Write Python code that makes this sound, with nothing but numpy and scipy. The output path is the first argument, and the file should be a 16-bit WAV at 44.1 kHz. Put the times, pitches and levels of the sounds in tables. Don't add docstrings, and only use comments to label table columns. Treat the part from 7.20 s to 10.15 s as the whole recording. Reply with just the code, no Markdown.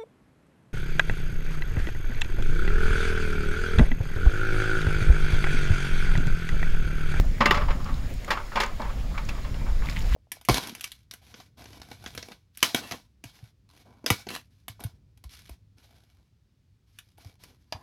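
import sys
import numpy as np
from scipy import signal
from scipy.fft import rfft, irfft
from scipy.io import wavfile
from scipy.ndimage import uniform_filter1d

SR = 44100
rng = np.random.default_rng(int(sys.argv[2]) if len(sys.argv) > 2 else 0)


def unload_audio(sound):
    columns = np.transpose(np.atleast_2d(sound))
    steps = np.round(np.clip(columns, -1, 1) * 32767)
    wavfile.write(sys.argv[1], SR, steps.astype(np.int16))


def boost_factor(decibels):
    exponent = np.asarray(decibels, float) / 20
    return 10 ** exponent


N = 130095


def evened(x):
    return x / np.sqrt(np.mean(x ** 2) + 1e-20)


def read(points, hz):
    f, db = np.transpose(points)
    f = np.r_[f[0] / 2, f, f[-1] * 2]
    db = np.r_[db[0] - 20, db, db[-1] - 20]
    return np.interp(np.log(hz + 1), np.log(f + 1), db)


def curve(points, t, column=1):
    columns = np.transpose(points)
    return np.interp(t, columns[0], columns[column])


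def add(mix, time_s, sound):
    part = mix[round(time_s * SR):][:len(sound)]
    part += sound[:len(part)]


def colour(x, db_of_hz):
    hz = np.fft.rfftfreq(len(x), 1 / SR)
    return irfft(rfft(x) * boost_factor(db_of_hz(hz)), len(x))


def slow(count, size):
    drift = uniform_filter1d(rng.standard_normal(count), size)
    return evened(uniform_filter1d(drift, size))


def contacts(count, per_s, spread_db):
    struck = rng.random(count) < per_s / SR
    size = np.minimum(rng.exponential(1, count), 3)
    sign = rng.choice([-1., 1.], count)
    return struck * sign * boost_factor(spread_db * size)


# (frequency [Hz], level [dB], t60 [s])
SLAT_MODES = [(228, -1, 0.15), (427, -7, 0.014), (590, 1.5, 0.11), (916, -0.5, 0.16), (1047, -10.5, 0.49),
              (1150, -6.5, 0.35), (1265, -9, 0.28), (1330, -9, 0.43), (1660, -22, 0.031),
              (1930, -25, 0.069), (2366, -3, 0.061), (2810, -9.5, 0.029), (3570, -12.5, 0.013),
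              (5320, -23, 0.029)]
# (frequency [Hz], density [dB per Hz])
CRACK_SPECTRUM = [(200, -14.5), (420, -3.5), (1100, 5.5), (2000, 0), (3100, -5.5), (5200, -14),
                  (7800, -26.5), (16000, -37)]
LEAD_S = .002
MODE_SPREAD, RING_DB = 0.0071, -1.5
FAVOUR_DB, FAVOUR_OCT, SOFT_FAVOUR = 7, 0.22, 0.17
CONTACTS_PER_S, CONTACT_DB = 6000, 1.5
FIRST_BLOW_DB, BLOW_T60_S = -7.5, 0.0069
HARD_BLOW, SOFT_RISE = 0.23, 0.086
EDGE_FROM_HZ, EDGE_TO_HZ = 1800, 7100
PUSH_DB, THIN_BELOW_HZ = -1.5, 200
RATTLE_DB, RATTLE_T60_S, RATTLE_HZ = -11, 0.33, 2970


def slat_ring(t):
    hz, db, t60 = np.transpose(2 * SLAT_MODES)[:, :, None]
    hz = hz * (1 + MODE_SPREAD * np.sqrt(hz / 1000) * rng.standard_normal(hz.shape))
    return (boost_factor(db - 60 * t / t60) * np.sin(2 * np.pi * hz * (t - t[0]))).sum(0)


def knock(peak_db, favour_hz, chatter_s, edge_db, rise_s):
    t = np.arange(8192) / SR - LEAD_S
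    ring = slat_ring(t)
    rise = np.clip(t / rise_s * boost_factor(SOFT_RISE * min(edge_db, 6)), 0, 1)

    chatter = boost_factor(-60 * t / max(chatter_s, .005))
    first_blow = boost_factor(FIRST_BLOW_DB + HARD_BLOW * edge_db - 60 * t / BLOW_T60_S)
    hits = boost_factor(PUSH_DB) + evened(contacts(len(t), CONTACTS_PER_S, CONTACT_DB))
    hits = hits * rise * (chatter + first_blow)
    favour_db = FAVOUR_DB - SOFT_FAVOUR * edge_db
    hits = colour(hits, lambda f: favour_db * np.exp(-(np.log2(f / favour_hz + 1e-9) / FAVOUR_OCT) ** 2))

    rattle = rng.standard_normal(len(t)) * rise * boost_factor(RATTLE_DB - 60 * t / RATTLE_T60_S)
    rattle = rattle * np.cos(np.pi / 2 * t / t[-1])
    rattle = colour(rattle, lambda f: -10 * np.log10(1 + (f / RATTLE_HZ) ** 4))

    def edge(f):
        return edge_db * np.log2((1 + (f / EDGE_FROM_HZ) ** 2) / (1 + (f / EDGE_TO_HZ) ** 2)) / 4

    drive = colour(hits + rattle, edge)
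    rung = evened(signal.fftconvolve(drive, ring)[:len(t)])
    crack = evened(colour(drive, lambda f: read(CRACK_SPECTRUM, f)))
    sound = boost_factor(RING_DB) * rung + crack
    sound = colour(sound, lambda f: -10 * np.log10(1 + (THIN_BELOW_HZ / (f + 1)) ** 8))
    return boost_factor(peak_db) * sound / np.sqrt(uniform_filter1d(sound ** 2, size=200).max())


# (time [s], peak [dB], favoured pitch [Hz], chatter t60 [s], edge [dB])
SNAPS = [(.207, -16, 1050, 0.1, -7.5), (.258, -16.5, 1940, 0.077, 8), (.309, -17, 1240, 0.1, 10),
         (.344, -25, 1270, 0.2, 4.5), (0.375, -26.5, 1310, 0.066, -3), (.485, -30, 970, 0.088, -8),
         (0.506, -30, 1240, 0.086, 2), (1.08, -33.5, 1250, 0.073, -4), (1.106, -20, 1680, 0.1, 11.5),
         (1.172, -31, 1340, 0.11, -4), (1.357, -24.5, 905, 0.12, 5), (1.371, -23, 975, 0.28, -5),
         (1.402, -22.5, 2100, 0.13, 15.5), (1.433, -24, 1500, 0.085, 5), (1.598, -31.5, 914, 0.12, -23),
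         (1.619, -34, 960, 0.17, -11), (1.978, -32, 1380, 0.083, 6.5), (2.089, -33, 2440, 0.05, 28)]
# (time [s], peak [dB], favoured pitch [Hz], chatter t60 [s], edge [dB])
NUDGES = [(0.414, -30.5, 1130, 0.081, -10), (0.6, -40, 1230, 0.21, -16), (0.657, -36, 1190, 0.32, -6),
          (0.689, -37, 1250, 0.085, -10), (1.132, -35.5, 1150, 0.15, -9), (1.196, -38, 1340, 0.095, -10),
          (1.32, -39.5, 1350, 0.28, -8), (1.463, -52, 1103, 0.079, -12), (1.644, -37.5, 945, 0.3, -10),
          (1.697, -41.5, 1220, 0.073, -8), (1.945, -41.5, 1250, 0.23, -8), (2.15, -45, 1150, 0.25, 2),
          (2.179, -44, 930, 0.11, -5), (2.248, -40, 1120, 0.059, 9), (2.345, -47, 1220, 0.07, 12),
          (2.414, -44.5, 960, 0.07, -12), (2.464, -41.5, 975, 0.029, -18), (2.622, -42, 1000, 0.28, 1),
          (2.639, -42.5, 1160, 0.45, 2)]
SNAP_RISE_S, NUDGE_RISE_S = .003, .012


def slat_knocks():
    mix = np.zeros(N)
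    for events, rise_s in ((SNAPS, SNAP_RISE_S), (NUDGES, NUDGE_RISE_S)):
        for time_s, *row in events:
            add(mix, time_s - LEAD_S - rise_s / 2, knock(*row, rise_s))
    return mix


PING_RISE_S, PING_SAG_DB, PING_T60_S = 0.00193, -3, 0.019
TWIN_DB, TWIN_RATIO = -10, 1.07


def ping(peak_db, hz, held_s):
    t = np.arange(6000) / SR
    sag_db = PING_SAG_DB * np.minimum(t / held_s, 1)
    choke_db = -60 * np.maximum(t - held_s, 0) / PING_T60_S
    mode = np.sin(2 * np.pi * hz * t)
    twin = boost_factor(TWIN_DB) * np.sin(2 * np.pi * TWIN_RATIO * hz * t)
    return boost_factor(peak_db + sag_db + choke_db) * np.minimum(t / PING_RISE_S, 1) * (mode + twin)


# (time [s], peak [dB], pitch [Hz], held [s])
PINGS = [(.209, -14, 1118, 0.014), (.209, -43.5, 5230, 0.009), (0.265, -25.5, 1200, 0.037),
         (0.269, -30.5, 2720, 0.032), (0.309, -17.5, 2900, 0.0049), (0.334, -28, 1280, 0.034),
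         (1.082, -33.5, 1150, 0.011), (1.978, -29.5, 2300, 0.0058), (1.372, -30, 1050, 0.023),
         (0.208, -24, 226, 0.024), (0.2586, -8.5, 2040, 0.0023), (.259, -25.5, 302, 0.0062),
         (0.31, -8.5, 1924, 0.0038), (.31, -21, 392, 0.01), (.316, -19, 1150, .016),
         (.36, -35.5, 590, 0.072), (1.108, -29.5, 624, 0.013), (1.108, -37, 2276, 0.011),
         (1.175, -27.5, 1270, 0.0065), (1.598, -32, 630, 0.012), (1.6, -36, 226, 0.034),
         (1.615, -39, 1730, 0.011), (2.09, -30.5, 2550, 0.0068), (2.765, -47.5, 893, 0.066)]


def slat_pings():
    mix = np.zeros(N)
    for time_s, *row in PINGS:
        add(mix, time_s - PING_RISE_S / 2, ping(*row))
    return mix


TICK_T60_S, TICK_TOP_HZ = .013, 12400
TICK_SLOPE_DB_PER_OCT, TICK_SNAP_DB = 19.5, 5.5


def tick(peak_db, hz, top_db):
    t = np.arange(1024) / SR
    grain = rng.standard_normal((2, len(t))) + boost_factor(TICK_SNAP_DB) * (t == 0)
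    grain = np.roll(grain * boost_factor(-60 * t / TICK_T60_S), 44, axis=1)
    low = evened(colour(grain[0], lambda f: -TICK_SLOPE_DB_PER_OCT * abs(np.log2((f + 1) / hz))))
    top = evened(colour(grain[1], lambda f: -25 * abs(np.log2((f + 1) / TICK_TOP_HZ))))
    return boost_factor(peak_db - 13.5) * (low + boost_factor(top_db) * top)


# (time [s], peak [dB], pitch [Hz], top
# [dB])
TICKS = [(0.1835, -39, 1570, -13), (1.047, -34.5, 2060, -18), (2.6885, -25.5, 1910, -24),
         (2.726, -35, 2060, -19), (2.764, -29.5, 2050, -20), (2.7688, -26, 2100, -43),
         (2.9377, -30.5, 2200, -14),
         (0.374, -34, 3730, -26), (0.645, -40.5, 4500, -16), (0.7425, -40, 4200, -17),
        (1.619, -37.5, 3900, -17), (2.659, -36.5, 3744, -12), (2.698, -33, 4230, -20),
        (2.7124, -38, 4010, -15),
         (0.0102, -45, 6510, -1), (0.0537, -53, 6400, 4), (0.8684, -57, 7030, -6), (0.9042, -50, 6500, 3),
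          (0.94, -44, 8550, -8), (1.048, -42, 6850, -14), (1.435, -35, 6150, -32), (1.4643, -39, 6460, -19),
          (2.053, -43, 6500, -20), (2.792, -40, 6350, -4),
         (2.344, -38, 2600, -20), (2.7, -34, 1700, -25), (2.671, -35, 2100, -25), (2.702, -38, 5300, -15),
           (2.776, -37, 2300, -30), (2.781, -39, 2000, -30), (2.789, -36, 2000, -25),
           (2.807, -37.5, 3300, -20), (2.822, -39, 4500, -14), (2.843, -43, 2600, -22),
           (2.912, -44, 1300, -25), (2.9252, -33, 1300, -25), (2.931, -38, 2100, -20),
           (2.944, -32.5, 3000, -16), (2.9485, -34, 1100, -15), (1.409, -22, 2300, -31),
           (1.414, -37, 4800, -26), (1.438, -33, 6000, -24), (.3155, -40, 4700, -6), (1.4, -28, 1200, -30),
           (2.623, -34, 1100, -25), (1.321, -33, 1360, -25), (.3097, -19.5, 3170, -12.5),
           (.261, -23.5, 4200, -12)]


def clicks():
    mix = np.zeros(N)
    for time_s, *row in TICKS:
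        add(mix, time_s - .0015, tick(*row))
    return mix


# (time [s], level [dB], length [s])
RUSTLES = [(.905, -58, .035), (.95, -63, .04), (1.085, -60, 0.028), (1.125, -57, .05), (0.42, -59, 0.017),
           (2.8, -62, .08), (2.68, -64, .07)]
RUSTLE_HZ = 13000


def rustle():
    t = np.arange(N) / SR
    grains = evened(colour(contacts(N, 5000, 3), lambda f: -16 * abs(np.log2((f + 1) / RUSTLE_HZ))))
    swells = sum(boost_factor(db) * np.exp(-(2 * (t - s) / length_s) ** 2) for s, db, length_s in RUSTLES)
    return grains * swells


# (time [s], level [dB])
SHUFFLE = [
    (2.55, -71),
    (2.68, -47.5),
    (2.814, -49.5),
    (2.95, -44),
]
# (frequency [Hz], density [dB per Hz])
GRIT_SPECTRUM = [(290, -43), (500, 3), (946, -6), (1000, -1), (1130, 2.5), (2430, 1.5), (16000, -17)]
GRIT_PER_S, GRIT_DB = 2200, 4


def shuffle():
    t = np.arange(N) / SR
    grit = evened(colour(contacts(N, GRIT_PER_S, GRIT_DB), lambda f: read(GRIT_SPECTRUM, f)))
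    return grit * boost_factor(curve(SHUFFLE, t)) * np.clip((t - SHUFFLE[0][0]) / 0.13, 0, 1)


# (time [s], level [dB], small eddies [dB])
GUSTS = [(0, -16.5, -1), (.1, -19.5, -3), (.17, -30.5, 7.5), (.4, -24, 3), (.49, -17.5, -2), (.57, -29, 8),
         (.7, -24.5, 2.5), (.93, -29, 3), (1.05, -36.5, 7), (1.3, -35, 0), (1.52, -31, -0.5),
         (1.83, -27.5, 3), (2.3, -30.5, 5.5), (2.44, -27, 5), (2.58, -16.5, -9.5), (2.68, -32.5, 12),
         (2.95, -17.5, -5.5)]
# (frequency [Hz], density [dB per Hz])
WIND_SPECTRUM = [(7.1, -7), (12, -2.5), (38, -5.5), (70, -16), (268, -33.5), (415, -52.5), (448, -58),
                 (500, -43.5), (650, -56), (1100, -120)]
EDDY_HZ, LUMPY_DB, SMALL_LUMPY_DB = 83.5, -0.5, 2.6


def wind():
    t = np.arange(N) / SR
    noise = evened(colour(rng.standard_normal(N), lambda f: read(WIND_SPECTRUM, f)))
    large = colour(noise, lambda f: -20 * np.log10(1 + (f / EDDY_HZ) ** 4))
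    small = (noise - large) * boost_factor(curve(GUSTS, t, column=2) + SMALL_LUMPY_DB * slow(N, size=500))
    large = large / np.sqrt(uniform_filter1d(large ** 2, size=5000))
    large = large * boost_factor(LUMPY_DB * slow(N, size=900))
    return (large + small) * boost_factor(curve(GUSTS, t))


# (frequency [Hz], density [dB per Hz])
HISS_SPECTRUM = [(210, -12), (350, 1.5), (696, -0.5), (928, -4.5), (2270, -4.5), (2580, -8.5), (4180, -11),
                 (14800, -23.5), (16000, -19)]
HISS_DB, HISS_FOLLOWS_GUST = -46.5, 0.048
PATCHY_DB, SMOOTH_ABOVE_HZ = 3.5, 3000


def hiss():
    frames, hz = N // 128 + 5, np.fft.rfftfreq(512, 1 / SR)[:, None]
    real, imag, patches = rng.standard_normal((frames, 257, 3)).T
    patches = uniform_filter1d(patches, size=8, axis=0)
    patches = evened(uniform_filter1d(patches, size=16, axis=1))
    db = read(HISS_SPECTRUM, hz) + PATCHY_DB * patches / (1 + hz / SMOOTH_ABOVE_HZ)
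    noise = signal.istft((real + 1j * imag) * boost_factor(db), nperseg=512, noverlap=384)[1]
    gust_db = curve(GUSTS, np.arange(N) / SR)
    return evened(noise[:N]) * boost_factor(HISS_DB + HISS_FOLLOWS_GUST * (gust_db + 11))


def scene():
    tabletop = slat_knocks() + slat_pings() + clicks() + rustle()
    return (tabletop + shuffle() + wind() + hiss())[None]


def low_pass(x):
    return signal.sosfilt(signal.butter(12, 16490, fs=SR, output="sos"), x)


# (frequency [Hz], gain [dB])
MIC_RESPONSE = [(1000, 0.5), (4500, 1), (5300, 3), (6000, -1), (6900, 4.5), (8000, -3), (12000, 0),
                (16000, -0.5)]
EDGE_HZ = 15730


def record(dry):
    f, db = np.transpose(MIC_RESPONSE)

    def response(hz):
        return np.interp(hz, f, db) - 80 * np.clip((hz - EDGE_HZ) / 200, 0, 1)

    mix = colour(np.pad(dry[0], 2048, "reflect"), response)
    return low_pass(mix[None, 2048:-2048])


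dry = scene()
out = record(dry)
unload_audio(out)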